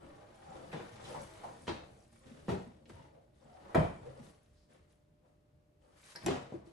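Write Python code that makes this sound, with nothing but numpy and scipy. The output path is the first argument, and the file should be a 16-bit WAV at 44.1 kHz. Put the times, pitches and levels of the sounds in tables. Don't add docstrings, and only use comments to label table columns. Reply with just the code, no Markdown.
import sys
import numpy as np
from scipy import signal
from scipy.fft import rfft, irfft
from scipy.io import wavfile
from scipy.ndimage import uniform_filter1d

SR = 44100
rng = np.random.default_rng(int(sys.argv[2]) if len(sys.argv) > 2 else 0)


def transcribe(signal):
    frames = np.atleast_2d(signal).T
    limited = np.clip(frames, -1, 1)
    pcm = np.round(limited * 32767).astype(np.int16)
    wavfile.write(sys.argv[1], SR, pcm)


N = 296352

# t/s, slap level/dB, treble corner/Hz, roll-off order, contact/s, floor ring/dB,
# body ring/dB, body focus/Hz
KNOCK_CUES = [(0.7303, -14, 2000, 2, 0.027, -72, -42, 475), (.737, -16.5, 900, 2, 0.048, -75, -37.5, 154),
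              (0.802, -22.5, 1950, 2, 0.014, -59, -61, 170), (1.67, -21, 3440, 2, 0.0071, -44, -49, 600),
              (1.678, -11, 3500, 2.6, 0.0055, -36, -57, 600), (1.693, -16, 2350, 2, 0.016, -49, -30, 334),
              (2.483, -9, 1060, 2, 0.024, -46, -29.5, 201), (2.489, -7, 950, 1.8, 0.011, -53, -31.5, 122),
              (2.515, -12, 900, 2, 0.0041, -33.5, -29.5, 406),
              (2.898, -28.5, 1810, 2, 0.0044, -65, -52, 336),
              (3.7467, -4.5, 2800, 4, 0.0032, -47, -41, 1700),
              (3.7548, 2.5, 1250, 2.8, 0.0035, -29, -18.5, 617),
              (3.755, -11, 706, 3, 0.0059, -42, -27, 252),
              (3.777, -5.5, 2180, 3.8, 0.03, -25.5, -18.5, 161),
              (3.824, -20, 890, 3, 0.0052, -59, -28, 591), (6.153, -27, 3630, 2, 0.011, -73, -45.5, 1614),
              (6.251, -41, 800, 2, 0.0051, -60, -36.5, 184), (6.263, -14.5, 5500, 2, 0.0042, -63, -24, 340),
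              (6.283, -11.5, 3380, 2, 0.0064, -42, -24.5, 415),
              (6.292, -29, 700, 2, 0.0093, -41, -36.5, 162), (6.309, -12.5, 2170, 2, 0.026, -40, -28, 258),
              (6.5229, -17.5, 950, 4, 0.0022, -69, -47, 740),
              (6.538, -13.5, 495, 3, 0.0095, -66, -33.5, 330),
              (6.668, -47.5, 3000, 1.5, 0.0031, -68, -46.5, 325)]
# f/Hz, level/dB
SLAP_EQ = [(25, -25.5), (55, -31.5), (90, -4.5), (200, -2), (400, -3), (800, -4.5), (1500, -8.5),
           (3000, -11), (6000, -13), (9000, -15.5), (11500, -22), (12500, -37.5)]
# f/Hz, width/Hz, lift/dB
HOLLOW_PEAKS = [(560, 390, 3), (686, 87, 0.5), (970, 73, 2.5), (1190, 170, 1), (1860, 180, 2),
                (2060, 294, 1.5), (2600, 130, 1.5), (3200, 330, 0), (3650, 220, 1), (4170, 453, 0)]
# f/Hz, level/dB, t60/s
BODY_MODES = [(126, -2, 0.2), (156, 4, 0.19), (181.8, 0, 0.43), (196, -7.5, 0.41), (240, -2.5, 0.074),
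              (259.8, -4, 0.2), (304, -15.5, 0.037), (338.3, 5.5, 0.14), (372, -7, 0.22),
              (399.4, -10, 0.24), (478.4, -11.5, 0.54), (522, -3, 0.15), (584, -20.5, 0.086),
              (599, -13, 0.25), (632.5, -2, 0.15), (679, -7.5, 0.26), (702, -5.5, 0.3), (750, 2.5, 0.18),
              (960, -14, 0.16), (1130, -2.5, 0.2), (1340, -5.5, 0.15), (1607, -2.5, 0.092)]
# f/Hz, level/dB, t60/s
FLOOR_MODES = [(46.6, 5, 0.53), (75.7, 1.5, 0.42), (89.5, 4, 0.21), (107.1, 1.5, 0.16), (133.2, 2, 0.36),
               (161.2, -5, 0.3), (218, -4, 0.14), (244.7, -1.5, 0.19), (359, -25.5, .2)]
# t/s, level/dB, f/Hz, width/octaves, card ring/dB, card focus/Hz
CRACK_CUES = [(0.7304, -20, 1210, 1.2, -45.5, 1790), (1.438, -25, 850, 0.4, -50, 816),
              (1.6777, -11, 2700, 0.42, -44, 3000), (1.69, -10.5, 3680, 0.58, -40.5, 1310),
              (2.488, -12, 875, 0.42, -40, 920), (2.857, -30.5, 2350, 1.06, -77, 2370),
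              (2.896, -29, 2440, 1.4, -63, 2210), (3.7465, 6, 1420, 0.37, -42, 1500),
              (3.7585, -13.5, 3000, 0.44, -49.5, 2000), (3.770, -8, 1810, 0.51, -36.5, 1760),
              (3.824, -19, 700, 0.49, -34, 610), (6.158, -25, 1900, 0.52, -47, 1800),
              (6.1605, -14, 4900, 0.28, -60, 4150), (6.164, -30, 900, 0.33, -52, 870),
              (6.2622, -11, 1700, 1.8, -36, 740), (6.3003, -16, 2830, 0.87, -54, 3400),
              (6.3105, -18, 3920, 0.84, -43.5, 3200), (6.329, -21, 2500, 1.4, -42.5, 740)]
# f/Hz, level/dB, t60/s
CARD_MODES = [(597, -4, 0.2), (674, 1, 0.39), (724, 2, 0.3), (787, 1, 0.24), (952, 6, 0.22),
              (1025, -5, 0.15), (1326, 2.5, 0.11), (1670, 0, 0.16), (1840, 0, 0.15), (2035, -1, 0.18),
              (2270, -4, 0.18), (2600, -5.5, 0.11), (3236, -1, 0.12), (4150, 0.5, 0.087)]
# t/s, length/s, level/dB, swell/dB, grit relative to level/dB, pitch factor
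SHOVE_CUES = [(-0.04, 0.4, -56.5, -2, -12.5, 0.93), (0.392, 0.17, -58, 5.5, -14, 0.95),
              (0.56, 0.13, -59, 4.5, -12, 0.85), (0.77, 0.28, -59, 5.5, -8.5, 0.9),
              (1.056, 0.12, -52, 4.5, -13, 0.91), (1.264, 0.16, -57.5, 5.5, -10.5, 1.05),
              (1.417, 0.082, -54, 0.5, -25, 0.87), (1.777, 0.27, -55, -15.5, -26, 0.91),
              (2.215, 0.65, -64.5, -16.5, -2.5, 1.02), (2.92, 0.091, -65, 5, -8, 1.12),
              (3.13, 0.034, -67, -1.5, -12, 1), (3.394, 0.38, -69.5, 18.5, -12.5, 0.96),
              (4.008, 0.085, -57, 1, -12.5, 0.93), (4.146, 0.16, -57, -8.5, -12.5, 0.9),
              (4.689, 0.06, -73, 5, -5.5, 0.86), (5.219, .04, -75.5, 4, -25, 0.92),
              (5.799, 0.94, -70.5, 5, -17.5, 0.98), (6.195, 0.07, -58.5, 3, -4.5, 1.56),
              (6.486, 0.065, -58, -2, -14, 0.78)]
# f/Hz, width/Hz, level/dB
SLIDE_BANDS = [(383, 220, -4), (595, 347, 4), (812, 242, 3.5), (1100, 550, -7)]
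# f/Hz, level/dB
SCRATCH_EQ = [(500, -7.5), (1100, 10), (1600, 7), (2500, 2), (4000, -3.5), (7000, -36)]
# f/Hz, level/dB
GRIT_EQ = [(400, -11), (1200, -1), (3000, -3), (6000, -7), (11000, -16.5), (12500, -40)]
# f/Hz, level/dB
RUMBLE_EQ = [(25, -8), (55, -7), (90, 0.5), (150, -1.5), (250, -1), (400, -5.5), (700, -10.5), (2000, -53)]
# peak t/s, half length/s, level/dB, f/Hz, width/Hz, glide/(octaves/s)
SCUFF_CUES = [(0.495, 0.06, -58, 783, 98, 0.36), (0.726, 0.0065, -55, 1820, 2600, 0.52),
              (1.054, 0.0085, -57, 3200, 1300, 0), (1.059, 0.011, -67, 5400, 2000, 0),
              (1.125, 0.027, -50, 510, 130, 0.45), (1.158, 0.012, -47, 866, 290, -0.065),
              (1.447, 0.01, -46, 790, 310, -1.2), (1.485, 0.025, -56.5, 855, 300, -1.4),
              (2.512, 0.023, -56, 2930, 3700, -2), (2.99, 0.039, -65, 915, 88, -0.65),
              (3.172, 0.036, -63.5, 588, 149, -0.18), (3.532, 0.053, -62.5, 718, 131, 0.78),
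              (3.699, 0.005, -53.5, 870, 410, 0), (4.071, 0.013, -51, 484, 130, -0.32),
              (4.6, 0.044, -82, 4500, 2600, -0.17)]
# t/s, length/s, level/dB, swell/dB, rumble of its weight/dB
BRUSH_CUES = [(-0.04, 0.42, -77, -7, -60.5), (0.33, 0.62, -76, 5.5, -71.5), (1.003, 0.26, -62, -3, -59),
              (1.263, 0.44, -73, 5, -65), (1.42, 0.03, -71, 0, -70), (1.82, 0.26, -75.5, -3, -61),
              (2.098, 0.13, -74, -0.5, -65), (2.227, 0.4, -75.5, 1.5, -58), (2.706, 0.25, -86, -2, -62.5),
              (2.872, 0.026, -68.5, -3, -54), (2.988, 0.4, -88, -8, -63.5), (3.315, 0.98, -82.5, 6.5, -72),
              (3.756, 0.11, -63, -6.5, -84), (4.21, 0.08, -69, -2.5, -60), (4.407, 0.26, -83.5, -4.5, -74),
              (4.678, 0.054, -79, 0.5, -69), (4.872, 0.047, -83.5, 0.5, -73.5),
              (5.233, 0.052, -90.5, 1.5, -83.5), (5.795, 0.14, -86.5, 5, -80.5),
              (5.942, 0.18, -75, 13, -93), (6.221, 0.05, -66, 6, -48), (6.645, 0.021, -74.5, 0.5, -65)]
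# f/Hz, level/dB
RUSTLE_EQ = [(1500, -22.5), (3500, -7), (5000, 1.5), (7000, 1), (9500, 1), (11600, -1.5), (12400, -30)]
# t/s, level/dB, focus/Hz
PAW_CUES = [(0.163, -61, 152), (0.482, -53, 163), (0.93, -54, 125), (1.031, -50, 154), (1.219, -47.5, 117),
            (1.627, -54, 129), (1.91, -52, 110.4), (2.256, -50, 245), (2.308, -46.5, 245), (2.66, -43, 235),
            (2.926, -45, 96), (2.99, -49.5, 180), (3.13, -57.5, 175), (3.441, -56, 176),
            (4.015, -45, 116.3), (4.07, -45, 125.7), (4.194, -42.5, 199), (4.249, -52, 161),
            (4.504, -56, 68.5), (4.793, -57.5, 80.6), (5.52, -59.5, 132), (6.425, -52, 131)]
# t/s, level/dB, focus/Hz
TICK_CUES = [(2.896, -61, 4350), (3.749, -41.5, 6900), (3.753, -44.5, 9400), (6.1589, -35.5, 4800),
             (6.161, -47, 9000), (6.2619, -30, 7750), (6.2636, -30.5, 5900), (6.267, -41, 8200),
             (6.273, -43, 7600)]
# f/Hz, level/dB, t60/s
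EDGE_MODES = [(3810, -16, 0.008), (4580, -4, 0.011), (4974, -3, 0.018), (5770, 0, 0.013),
              (6750, -3.5, 0.006), (7470, -3.5, 0.016), (8550, -5, 0.016), (9640, -1.5, 0.012),
              (10890, 14, 0.017), (11600, 8, 0.012), (12600, 3.5, 0.005)]
# f/Hz, level/dB
AIR_EQ = [(20, -26), (50, 2.5), (100, 0.5), (160, -6), (250, -9.5), (500, -11), (800, -19), (1500, -26.5),
          (5000, -35.5), (11500, -42.5)]
# f/Hz, level/dB
HUM_PARTIALS = [(150.7, -80), (301.5, -86), (597.5, -80)]
# f/Hz, t60/s
ROOM_DECAY = [(60, 0.59), (200, 0.41), (600, 0.47), (1500, 0.47), (4000, 0.5), (8000, 0.45), (12000, 0.19)]
# f/Hz, left-right correlation
STEREO_LIKENESS = [(60, 1), (190, 0.87), (290, 0.55), (500, -0.034), (1000, -0.25), (2000, 0.041),
                   (6000, 0.16), (9000, 1)]
# f/Hz, left minus right/dB
LEFT_TILT = [(100, -1), (500, 1.76), (2000, 1), (4500, 2.5), (8000, 0.1)]


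def knocks(crunch=1.44, slap_db=18, click_db=-33, uneven_db=4.5):
    out, t = np.zeros((2, N)), np.arange(SR) / SR
    hz = np.fft.rfftfreq(4096, 1 / SR)
    for s, db, corner_hz, roll_off, contact_s, floor_db, body_db, focus_hz in KNOCK_CUES:
        impacts = sparse_noise(SR, per_s=3000) * np.exp(-t / contact_s)
        force = crunch * impacts / (np.linalg.norm(impacts) + 1e-9)
        force[0] += 1
        hardness = np.hypot(1, hz / corner_hz) ** -roll_off + amp(click_db)
        slap = amp(db + slap_db + curve(SLAP_EQ, hz)) * hollow(hz) * struck_panel(hz) * hardness
        ripple = unit(uniform_filter1d(rng.standard_normal(len(hz)), size=24))
        beaming = amp(uneven_db * ripple * hz / (hz + 800))
        direct = signal.fftconvolve(force / np.linalg.norm(force), impulse(slap * beaming))
        add(out, s, amp(-5.5) * direct[None])
        add(out, s, room(np.r_[impulse(slap), np.zeros(SR)], direct_db=-31, build_s=0.75 * contact_s))
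        add(out, s, amp(body_db) * ring(BODY_MODES, focus_hz, reach=0.11, rise_s=0.0037))
        add(out, s, amp(floor_db) * ring(FLOOR_MODES, focus_hz=95, reach=0.46, rise_s=0.016))
    return out


def cracks(direct_db=-6.5):
    out, hz = np.zeros((2, N)), np.fft.rfftfreq(4096, 1 / SR)
    for s, db, centre_hz, octaves, ring_db, focus_hz in CRACK_CUES:
        band = np.exp(-(np.log2((hz + 1) / centre_hz) / octaves) ** 2) + amp(-39.5)
        crack = impulse(amp(db) * hollow(hz) * struck_panel(hz) * band)
        add(out, s, amp(direct_db) * crack[None])
        add(out, s, room(np.r_[crack, np.zeros(SR)], direct_db=-25.5))
        add(out, s, amp(ring_db) * ring(CARD_MODES, focus_hz, reach=0.25, rise_s=0.001))
    return out


def hollow(hz):
    return amp(sum(db / (1 + (2 * (hz - centre) / width) ** 2) for centre, width, db in HOLLOW_PEAKS))


def struck_panel(hz, depth_db=3, above_hz=900):
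    peaks = unit(uniform_filter1d(uniform_filter1d(rng.standard_normal(len(hz)), size=12), size=8))
    return unit(amp(depth_db * peaks * hz / np.hypot(hz, above_hz)))


def strokes():
    slide_gain, rustle_gain, scratch_gain, rumble_gain, pitch = movements()
    chatter = moving_room(slips(per_s=900, spread_db=1.5), direct_db=-14)
    panels = sum(amp(db) * resonate(chatter, hz * pitch, width) for hz, width, db in SLIDE_BANDS)
    texture, grip = crackle(), flutter()
    scrape = irfft(rfft(colour(texture, SCRATCH_EQ)) * hollow(bins(texture)), N)
    grains = room(colour(slips(per_s=240, spread_db=-1), GRIT_EQ), direct_db=-12.5)
    scratch = unit(amp(-2 * grip) * scrape) + amp(-3.5) * unit(grains)
    rustle = amp(-2 + 0.5 * grip) * unit(colour(texture, RUSTLE_EQ)) + amp(-6) * unit(crinkles())
    slide = amp(-2.5) * unit(panels)
    rumble = amp(-1.5) * unit(colour(chatter, RUMBLE_EQ))
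    return slide_gain * slide + rustle_gain * rustle + scratch_gain * scratch + rumble_gain * rumble


def movements():
    shoves = envelopes(SHOVE_CUES, attack_s=0.024, t60=0.63)
    brushes = envelopes(BRUSH_CUES, attack_s=0.03, t60=0.59)
    start, length, shove_db, _, grit_db, pitch = np.transpose(SHOVE_CUES)
    _, _, brush_db, _, weight_db = np.transpose(BRUSH_CUES)
    slide, rustle = power_sum(shoves, shove_db), power_sum(brushes, brush_db)
    scratch = np.hypot(power_sum(shoves, shove_db + grit_db), amp(-0.5) * rustle)
    rumble = np.hypot(power_sum(brushes, weight_db), amp(-6) * slide)
    return slide, rustle, scratch, rumble, np.interp(np.arange(N) / SR, start + length / 2, pitch)


def envelopes(cues, attack_s, t60):
    start, length, _, swell_db = np.transpose(cues)[:4, :, None]
    t = np.arange(N) / SR - start
    attack = np.clip(t / (attack_s + 0.034 * length), 0, 1)
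    hold_db = swell_db * np.clip(t / length, 0, 1)
    return attack * amp(hold_db - 60 * np.maximum(t - length, 0) / t60)


def slips(per_s, spread_db, clump_db=0):
    clumps = unit(uniform_filter1d(rng.standard_normal(N), size=1000))
    size = amp(spread_db * np.minimum(rng.exponential(1, N), 4) + clump_db * clumps)
    return size * sparse_noise(N, per_s)


def flutter(hz=45):
    band = [(hz / 10, -20), (hz / 2, 0), (hz, 0), (2 * hz, -20), (10 * hz, -100)]
    return unit(colour(rng.standard_normal(N), band))


def crackle():
    bands = [signal.butter(1, [hz, hz + 1200], "bandpass", fs=SR) for hz in np.linspace(600, 10600, 10)]
    clicks = sum(signal.lfilter(*band, slips(per_s=600, spread_db=0, clump_db=1.5)) for band in bands)
    return moving_room(clicks, direct_db=-15)


def crinkles(count=800, low_hz=1500, top_hz=10500, width_hz=380, spread_db=6.5):
    out, t = np.zeros((1, N)), np.arange(512) / SR
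    for when, pitch, chance in rng.random((count, 3)):
        size = amp(spread_db * min(-np.log(1 - chance), 3))
        hz = low_hz + pitch * (top_hz - low_hz)
        pop = size * np.exp(-np.pi * width_hz * t) * np.sin(2 * np.pi * hz * t)
        add(out, when * N / SR, pop[None])
    return room(out[0], direct_db=4.5)


def scuffs(wet_db=0.5):
    out, t = np.zeros((2, N)), np.arange(SR) / SR - 0.2
    for s, half_s, db, hz, width, glide in SCUFF_CUES:
        judder = diffuse(sparse_noise((2, SR), per_s=1500))
        pitch = hz * 2 ** (glide * t)
        swell = np.exp(-(t / half_s) ** 2 / 2)
        tone = swell * np.array([resonate(side, pitch, width) for side in judder])
        tone = amp(db) * unit(tone) * np.sqrt(np.mean(swell ** 2))
        add(out, s + t[0], tone + amp(wet_db) * room(tone[0], direct_db=-27.5))
    return out


def paws():
    out = np.zeros((2, N))
    for s, db, focus_hz in PAW_CUES:
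        add(out, s, amp(db) * ring(FLOOR_MODES, focus_hz, reach=0.31, rise_s=0.0066))
    return out


def ticks(wet_db=-9):
    out = np.zeros((2, N))
    for s, db, focus_hz in TICK_CUES:
        left, right = amp(db) * ring(EDGE_MODES, focus_hz, reach=0.099, rise_s=0.00016)
        add(out, s, np.array([left, np.r_[0, right[:-1]]]))
        add(out, s, amp(wet_db) * room(np.r_[left, np.zeros(SR)], direct_db=-16.5))
    return out


def room_tone(air_db=-70.5, waver_rad=0.18):
    t = np.arange(N) / SR
    air = amp(air_db) * unit(colour(diffuse(rng.standard_normal((2, N))), AIR_EQ))
    drift = waver_rad * unit(colour(rng.standard_normal(N), [(2, 0), (8, -15), (30, -90)]))
    hum = sum(amp(db) * np.sqrt(2) * np.sin(2 * np.pi * hz * t + drift) for hz, db in HUM_PARTIALS)
    return air + hum


def room(x, direct_db, early_db=8, early_t60=0.074, build_s=0.001):
    size = SR // 2
    reflections = diffuse(sparse_noise((2, size), per_s=0.15 * SR))
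    hz, t, spectra = signal.stft(reflections, SR, nperseg=256)
    decay = np.hypot(amp(-60 * t / curve(ROOM_DECAY, hz)[:, None]), amp(early_db - 60 * t / early_t60))
    bloom = 1 - np.exp(-np.arange(size) / SR / build_s)
    tail = signal.istft(spectra * decay, SR, nperseg=256)[1][:, :size] * bloom
    response = tail / np.sqrt(np.sum(tail ** 2) / 2)
    response[:, 0] += amp(direct_db)
    return signal.fftconvolve(x[None], response, axes=1)[:, :len(x)]


def moving_room(x, direct_db, turns_per_s=1.7):
    turns = turns_per_s * np.arange(N) / SR
    sends = [np.maximum(np.cos(2 * np.pi * (turns + start)), 0) for start in (0, 0.25, 0.5, 0.75)]
    return sum(room(x * send, direct_db) for send in sends)


def diffuse(pair):
    a, b = rfft(pair)
    alike = np.clip(curve(STEREO_LIKENESS, bins(pair)), -1, 1)
    mid, side = a * np.sqrt((1 + alike) / 2), b * np.sqrt((1 - alike) / 2)
    return irfft(np.array([mid + side, mid - side]), pair.shape[-1])


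def ring(modes, focus_hz, reach, rise_s):
    hz, db, t60 = np.transpose(modes)[:, :, None]
    t = np.arange(0, min(1.2 * t60.max(), 1), 1 / SR)
    weight = amp(db) / (1 + (np.log2(hz / focus_hz) / reach) ** 2)
    swing = weight / np.linalg.norm(weight) * amp(-60 * t / t60) * (1 - np.exp(-t / rise_s))
    phase = 2 * np.pi * (hz * t + rng.random(hz.shape))
    gap = np.arccos(np.clip(curve(STEREO_LIKENESS, hz), -1, 1)) * rng.choice([-1, 1], hz.shape)
    return np.array([np.sum(swing * np.sin(phase + side * gap / 2), 0) for side in (1, -1)])


def resonate(x, hz, width):
    turn, pole = np.exp(2j * np.pi * np.cumsum(hz) / SR), np.exp(-np.pi * width / SR)
    for _ in range(2):
        x = 2 * (turn * signal.lfilter([1 - pole], [1, -pole], x / turn)).real
    return x


def impulse(gain):
    log_gain = np.log(np.maximum(np.r_[gain, gain[-2:0:-1]], 1e-5))
    return np.fft.ifft(np.exp(np.conj(signal.hilbert(log_gain)))).real


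def sparse_noise(shape, per_s):
    return rng.standard_normal(shape) * (rng.random(shape) < per_s / SR)


def power_sum(gains, db):
    return np.sqrt(amp(db) ** 2 @ gains ** 2 + 1e-20)


def amp(db):
    return 10 ** (np.asarray(db) / 20)


def unit(x):
    return x / np.sqrt(np.mean(x ** 2) + 1e-20)


def curve(points, hz):
    f, value = np.transpose(points)
    return np.interp(np.log(hz + 1), np.log(f + 1), value)


def bins(x):
    return np.fft.rfftfreq(x.shape[-1], 1 / SR)


def colour(x, points):
    return irfft(rfft(x) * amp(curve(points, bins(x))), x.shape[-1])


def add(mix, s, sound):
    part = mix[:, max(round(s * SR), 0):][:, :sound.shape[1]]
    part += sound[:, :part.shape[1]]


def scene():
    return knocks() + cracks() + paws() + ticks() + strokes() + scuffs() + room_tone()


def record(dry, cutoff_hz=12800):
    tilt_db = curve(LEFT_TILT, bins(dry)) / 2
    heard = irfft(rfft(dry) * amp(np.array([tilt_db, -tilt_db])), N)
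    low_pass = signal.firwin(255, cutoff_hz, window=("kaiser", 8), fs=SR)
    return signal.oaconvolve(heard, low_pass[None], "same", axes=1)


dry = scene()
out = record(dry)
transcribe(out)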